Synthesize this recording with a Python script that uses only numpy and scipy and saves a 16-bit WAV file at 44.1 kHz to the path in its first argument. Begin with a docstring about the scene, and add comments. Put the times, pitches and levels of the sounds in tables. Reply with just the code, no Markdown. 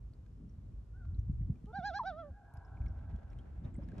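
"""A calm lake with wooded shores, heard through a hand-held stereo microphone.
Out on the water a loon gives one wavering call; its voice cracks upward once in the middle,
and the trees send back a long soft echo. Just before it a bird calls faintly far away,
after a songbird's thin whistle. Right at the microphone, as it is swung round,
the hand makes it rumble, bump and tick, and skin rubs on the case."""
import sys
import numpy as np
from scipy import signal
from scipy.fft import rfft, irfft
from scipy.io import wavfile
from scipy.ndimage import uniform_filter1d

SR = 44100
rng = np.random.default_rng(int(sys.argv[2]) if len(sys.argv) > 2 else 0)


def store_wav(level_fs):
    """Save 16-bit WAV to argv[1]."""
    pcm = np.round(np.clip(np.atleast_2d(level_fs), -1, 1) * 32767)
    wavfile.write(sys.argv[1], SR, pcm.T.astype(np.int16))


N = 176400
TIME = np.arange(N) / SR

def undb(db):
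    return 10 ** (np.asarray(db) / 20)

def curve(rows, col=1):
    """One column of a table, joined by straight lines in time."""
    rows = np.array(rows)
    return np.interp(TIME, rows[:, 0], rows[:, col])

def gain_at(spectrum, hz):
    """Gain of a (f/Hz, level/dB) spectrum at the given frequencies."""
    f, db = np.array(spectrum).T
    return undb(np.interp(np.log(np.maximum(hz, 1)), np.log(f), db))

def coloured(x, spectrum):
    """Filter a sound by a spectrum."""
    return irfft(rfft(x, 2 * N) * gain_at(spectrum, np.fft.rfftfreq(2 * N, 1 / SR)))[..., :N]

def noise(spectrum):
    """Noise of rms 1 with the given spectrum."""
    x = irfft(rfft(rng.standard_normal(N)) * gain_at(spectrum, np.fft.rfftfreq(N, 1 / SR)), N)
    return x / x.std()

def wide(spectrum, side):
    """Stereo noise with a share that differs between left and right."""
    return noise(spectrum) + side * noise(spectrum) * np.array([[1], [-1]])

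def walk(per_s):
    """Smooth random wander with spread 1."""
    step = max(int(SR / per_s), 1)
    x = uniform_filter1d(np.repeat(rng.standard_normal(N // step + 1), step), step)[:N]
    return x / x.std()

def dying(t60, t=TIME):
    """A fall of 60 dB in t60 seconds."""
    return np.exp(-np.log(1000) * t / t60)

def scatter(x, envelope, side=0.18):
    """Countless small reflections from trees, with the given envelope in time."""
    mid, difference = rng.standard_normal((2, N)) * envelope / np.linalg.norm(envelope)
    reflections = mid + side * difference * np.array([[1], [-1]])
    return signal.fftconvolve(x.mean(axis=0)[None], reflections, axes=1)[:, :N]

# Air over the lake, all round the microphone: f/Hz, relative level/dB
AIR_SPECTRUM = [(100, -10.5), (400, 0.5), (800, -10.5), (1200, -13), (2000, -22.5), (4000, -27.5),
                (7000, -29.5), (13000, -38.5)]
def still_air(level_db=-74.5, swell_db=0.6):
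    """A wide, quiet hush that swells slightly."""
    return undb(level_db + swell_db * walk(4)) * wide(AIR_SPECTRUM, side=0.78)

# Fifth to ninth harmonic at the voice's source: relative level/dB
UPPER_HARMONICS = [7, -0.5, -5.5, -9.5, -15]
# Throat colour of the overtones: f/Hz, gain/dB
THROAT_COLOUR = [(850, 3), (1700, -1), (1950, -25), (2200, -19), (2480, -30.5), (2800, -23.5), (3100, -31),
                 (3500, -20), (3850, -25.5), (4700, -19.5), (5200, -21.5), (5750, -19.5), (6600, -22.5),
                 (7200, -33)]
# Lean of a voice at the microphone: f/Hz, left minus right/dB
STEREO_LEAN = [(600, -7), (850, -4), (1100, 2.5), (1700, -0.5), (4000, 0)]
def voice(rows, harmonics=9, fade_s=0.0025, brightest_s=1.952):
    """One bird note: a fundamental and throat-shaped overtones, with a little rasp."""
    gate = np.clip(np.minimum(TIME - rows[0][0], rows[-1][0] - TIME) / fade_s + .5, 0, 1)
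    jitter = 1 + 0.003 * walk(300)
    hz = uniform_filter1d(curve(rows), size=440) * jitter
    rasp = undb(-36) * walk(900)
    phase = 2 * np.pi * np.cumsum(hz) / SR + rasp
    on, out = gate > 0, np.zeros((2, N))
    base_db, overtone_db, hz = curve(rows, 2)[on], curve(rows, 3)[on], hz[on]
    tilt_db_per_octave = -100.5 * (TIME[on] - brightest_s) ** 2
    for k, source_db in enumerate(([0] * 4 + list(UPPER_HARMONICS))[:harmonics], 1):
        high = k > 2
        flutter = undb((2.5 if high else 0.5) * walk(90)[on])
        if k == 1:
            level = undb(base_db)
        else:
            level = undb(overtone_db + source_db + tilt_db_per_octave * np.log2(k / 2))
            level *= gain_at(THROAT_COLOUR, k * hz)
        turbulence_rad = high * 0.17 * walk(700)[on]  # unsteady airflow roughens high overtones
        partial = np.sqrt(2) * np.sin(k * phase[on] + turbulence_rad)
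        lean = np.sqrt(gain_at(STEREO_LEAN, k * hz))
        out[:, on] += level * flutter * gate[on] * partial * np.array([lean, 1 / lean])
    return out

# Whistle in the trees: t/s, f/Hz, fundamental level/dB, overtone level/dB (not sounded)
SONGBIRD_NOTE = [(.25, 5150, -99, -110), (.50, 5500, -102, -110)]
def songbird():
    """A thin rising whistle that arrives only as scatter from the trees."""
    return scatter(voice(SONGBIRD_NOTE, harmonics=1, fade_s=0.03), dying(t60=0.42))

# Call from across the lake, before colouring: t/s, f/Hz, fundamental level/dB, overtone level/dB
FAR_NOTE = [(.938, 700, -91, -76), (.985, 797, -91.5, -75), (1.035, 689, -86.5, -74),
            (1.06, 688, -88.5, -86)]
# Dulling over that distance: f/Hz, gain/dB
DISTANCE_COLOUR = [(800, 6), (1650, -1.5), (2100, -12), (4000, -40)]
def far_bird():
    """One faint note, dulled and smeared by distance."""
    note = coloured(voice(FAR_NOTE, harmonics=2, fade_s=0.016), DISTANCE_COLOUR)
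    return note + scatter(note, dying(t60=0.42))

# Skin rubbing on the microphone case: t/s, level/dB
RUB_LEVEL = [(0, -100), (2.6, -84), (2.85, -74), (3.45, -71.5), (3.6, -75), (3.8, -72), (4, -62)]
# Its friction and its fine crackle: f/Hz, relative level/dB
FRICTION_SPECTRUM = [(150, -29), (300, -7), (600, -5.5), (1200, -17.5), (2200, -24), (4000, -43),
                     (8000, -51), (12000, -57.5)]
CRACKLE_SPECTRUM = [(300, -21), (1700, -0.5), (3500, -3.5), (13000, -30.5)]
def rubbing(slips_per_s=410, slip_decay_s=0.0028, patchy_db=4, crackle_db=-18):
    """Uneven friction of skin with tiny slips, growing as the grip shifts."""
    slips = (rng.random(N) < slips_per_s / SR) * undb(3 * np.clip(rng.standard_normal(N), -2, 2))
    envelope = signal.lfilter([1], [1, -np.exp(-1 / (slip_decay_s * SR))], slips)
    crackle = coloured(envelope * rng.standard_normal(N), CRACKLE_SPECTRUM)
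    level = undb(curve(RUB_LEVEL) + patchy_db * walk(45))
    return level * (wide(FRICTION_SPECTRUM, side=0.97) + undb(crackle_db) * crackle / crackle.std())

# Fingers on the case: t/s, relative peak level/dB, ring f/Hz, crack against ring/dB
FINGER_TICKS = [(.135, -67, 4600, -4), (.263, -66.5, 1600, 2), (0.4924, -73.5, 5650, -11),
                (1.052, -62.5, 1290, -4.5), (1.1438, -71, 4140, -15), (1.1917, -70.5, 6060, -19),
                (1.415, -73, 2040, -17.5), (1.5564, -71, 2380, 0), (1.657, -66.5, 3070, -2),
                (2.5375, -63, 11300, -4), (2.5706, -64.5, 5025, 1), (2.648, -72.5, 5274, -18),
                (2.771, -65.5, 2310, -13), (2.8145, -66, 2265, -8), (2.8613, -59.5, 2231, -4.5),
                (2.881, -69.5, 5477, -23), (3.1608, -61, 3320, 4), (3.3005, -72.5, 5520, -1),
                (3.3311, -63.5, 2328, 0), (3.3877, -60.5, 3156, -6), (3.6451, -69, 3700, -10),
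                (3.7419, -68.5, 7740, -24), (3.751, -66.5, 2030, -18), (3.761, -67.5, 8600, -21),
                (3.789, -52, 582, -34), (3.836, -73, 5140, -12), (3.887, -55, 1727, 0),
                (3.918, -60, 1630, -4), (3.9815, -55.5, 1500, 15)]
def ticks(rise_s=0.0012, ring_s=0.0054, crack_s=0.0028, ring_width=0.045):
    """Tiny clicks of the fingers: a broad crack and a brief ring of the case."""
    size = 4096
    t, f, out = TIME[:size], np.fft.rfftfreq(size, 1 / SR), np.zeros(N + size)
    for start, db, hz, crack_db in FINGER_TICKS:
        ring = irfft(rfft(rng.standard_normal(size)) / (1 + ((f / hz - 1) / ring_width) ** 2))
        crack = irfft(rfft(rng.standard_normal(size)) / (1 + (f / (2 * hz)) ** 2))
        tick = ring / ring.std() * (1 - np.exp(-t / rise_s)) * np.exp(-t / ring_s)
        tick += undb(crack_db) * crack / crack.std() * np.exp(-t / crack_s)
        i = int(start * SR)
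        out[i:i + size] += undb(db) * tick / np.abs(tick).max()
    return out[:N]

# Handling rumble at the microphone: t/s, relative bass level/dB, low-middle level/dB
RUMBLE_LEVELS = [(0.0, -45.5, -65.5), (0.36, -52, -62), (0.43, -50.5, -52.5), (0.5, -50.5, -62),
                 (0.71, -45, -61), (0.92, -48.5, -67), (1.15, -38.5, -56.5), (1.27, -39, -63.5),
                 (1.3, -33, -49), (1.38, -34.5, -65), (1.51, -38.5, -47.5), (1.58, -48.5, -61),
                 (2.31, -52.5, -60), (2.37, -58, -70.5), (2.68, -51.5, -67.5), (2.87, -36, -51.5),
                 (2.95, -43.5, -63), (3.16, -41, -54.5), (3.19, -50.5, -64), (3.4, -39.5, -57),
                 (3.46, -49.5, -64), (3.66, -41, -54.5), (4.0, -44.5, -49)]
# Its two bands: f/Hz, relative level/dB
BASS_SPECTRUM = [(15, -26), (30, -15.5), (50, 4.5), (72, 1), (105, -2.5), (135, -11), (220, -38.5),
                 (4000, -110)]
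LOW_MID_SPECTRUM = [(90, -18.5), (140, 0.5), (200, -1.5), (300, -9), (420, -24.5), (800, -48.5),
                    (8000, -100)]
def rumble():
    """The moving hand shakes the microphone."""
    bass = undb(curve(RUMBLE_LEVELS) - 1.5) * wide(BASS_SPECTRUM, side=0.09)
    low_mid = undb(curve(RUMBLE_LEVELS, 2)) * wide(LOW_MID_SPECTRUM, side=0.25)
    return bass + low_mid

# The hand knocking on the case: t/s, relative level/dB, f/Hz
HAND_BUMPS = [(0.402, -48, 199), (1.082, -28.5, 67.5), (1.185, -26, 87), (1.295, -26.5, 138.5),
              (1.408, -29.5, 124), (1.498, -21.5, 127), (1.641, -37.5, 182), (1.787, -31.5, 158.6),
              (2.302, -37.5, 69.4), (2.538, -39.5, 88.9), (2.576, -35, 80.3), (2.803, -29, 64.5),
              (3.146, -35.5, 133.3), (3.648, -29, 102), (3.782, -32.5, 194.9), (3.933, -39, 277.6)]
def bumps(cycles_to_peak=0.6):
    """Soft knocks: a few heavily damped low cycles each."""
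    out = np.zeros(N)
    for start, db, hz in HAND_BUMPS:
        cycles = np.maximum(TIME - start, 0) * hz
        age = cycles / cycles_to_peak
        out += undb(db) * (age * np.exp(1 - age)) ** 2 * np.sin(2 * np.pi * cycles)
    return out

# What the far and the near shore send back: f/Hz, relative gain/dB
FAR_SHORE_COLOUR = [(500, 1.5), (800, -5), (1100, -5), (1400, 2.5), (1700, -4.5), (2300, -3), (4000, -38.5)]
NEAR_SHORE_COLOUR = [(1700, -24), (3000, -13.5)]
def shores(call, delay_s=0.45, rise_s=0.04, echo_t60_s=4.3, echo_db=-18):
    """Trees scatter the call: a faint near wash, then the long echo of the far shore."""
    late = np.maximum(TIME - delay_s, 0)
    envelope = (1 - np.exp(-late / rise_s)) * dying(echo_t60_s, late)
    echo = undb(echo_db) * coloured(scatter(call, envelope), FAR_SHORE_COLOUR)
    wash = coloured(scatter(call, dying(t60=0.23)), NEAR_SHORE_COLOUR)
    return wash + echo

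# The loon out on the water: t/s, f/Hz, fundamental level/dB, overtone level before colouring/dB
HOARSE_START = [(1.668, 395.3, -66.5, -79), (1.685, 419, -62, -66), (1.720, 456, -59.5, -66)]
WAVERING_HALVES = [
    [(1.728, 695, -68, -63.5), (1.736, 705, -49.5, -58.5), (1.758, 796, -42, -47.5),
     (1.778, 811, -40, -48.5), (1.82, 663.6, -48, -62.5), (1.856, 819.5, -38.5, -41.5),
     (1.878, 828, -40.5, -41.5), (1.894, 795, -40, -47), (1.916, 653, -45, -60.5), (1.93, 655, -48, -56),
     (1.954, 799, -41, -43.5), (1.978, 828, -41, -43.5), (1.989, 838, -44.5, -50)],
    [(2.034, 647, -54.5, -54.5), (2.046, 647, -46, -58.5), (2.062, 753, -43, -46.5),
     (2.076, 777, -39.5, -42), (2.092, 770, -40, -47), (2.13, 600, -51.5, -59.5), (2.16, 617.6, -52.5, -62),
     (2.194, 685, -46.5, -50.5), (2.22, 658, -50.5, -55), (2.238, 594.5, -51, -60.5),
     (2.284, 574, -57, -74.5), (2.302, 526, -65, -99), (2.31, 537.7, -75.5, -71.5)],
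]
REGISTER_CRACK = [(1.991, 1190, -46, -65), (1.997, 1076, -34, -47), (2.004, 969, -34.5, -51.5),
                  (2.016, 879, -38.5, -63.5), (2.035, 875, -46.5, -89)]
def loon():
    """A low hoarse start, then a wavering call split by a nearly pure crack into the upper register."""
    first, second = WAVERING_HALVES
    return (voice(HOARSE_START, harmonics=3) + voice(first)
            + voice(REGISTER_CRACK, harmonics=2) + voice(second))

def scene(bump_db=-1, tick_db=2):
    """The lake and its birds, with handling noise right at the microphone."""
    air = still_air()
    call = loon()
    lake = air + call + shores(call) + far_bird() + songbird()
    handling = rumble() + undb(bump_db) * bumps() + undb(tick_db) * ticks() + rubbing()
    return lake + handling

def record(dry, lag_s=0.00003, port_hz=4995, port_width_hz=390, top_hz=13000):
    """The right port hears slightly late and turns the phase at its resonance; the top is cut off."""
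    f = np.fft.rfftfreq(2 * N, 1 / SR)
    samples_from_edge = np.minimum(np.arange(N), np.arange(N)[::-1])
    left, right = dry * np.minimum(samples_from_edge / 200, 1)
    turn_rad = 2 * np.pi * f * lag_s + 2 * np.arctan2(f * port_width_hz, port_hz ** 2 - f ** 2)
    right = irfft(rfft(right, 2 * N) * np.exp(-1j * turn_rad))[:N]
    lowpass = signal.ellip(8, .2, 70, top_hz, fs=SR, output="sos")
    return signal.sosfilt(lowpass, np.array([left, right]))

dry = scene()
out = record(dry)
store_wav(out)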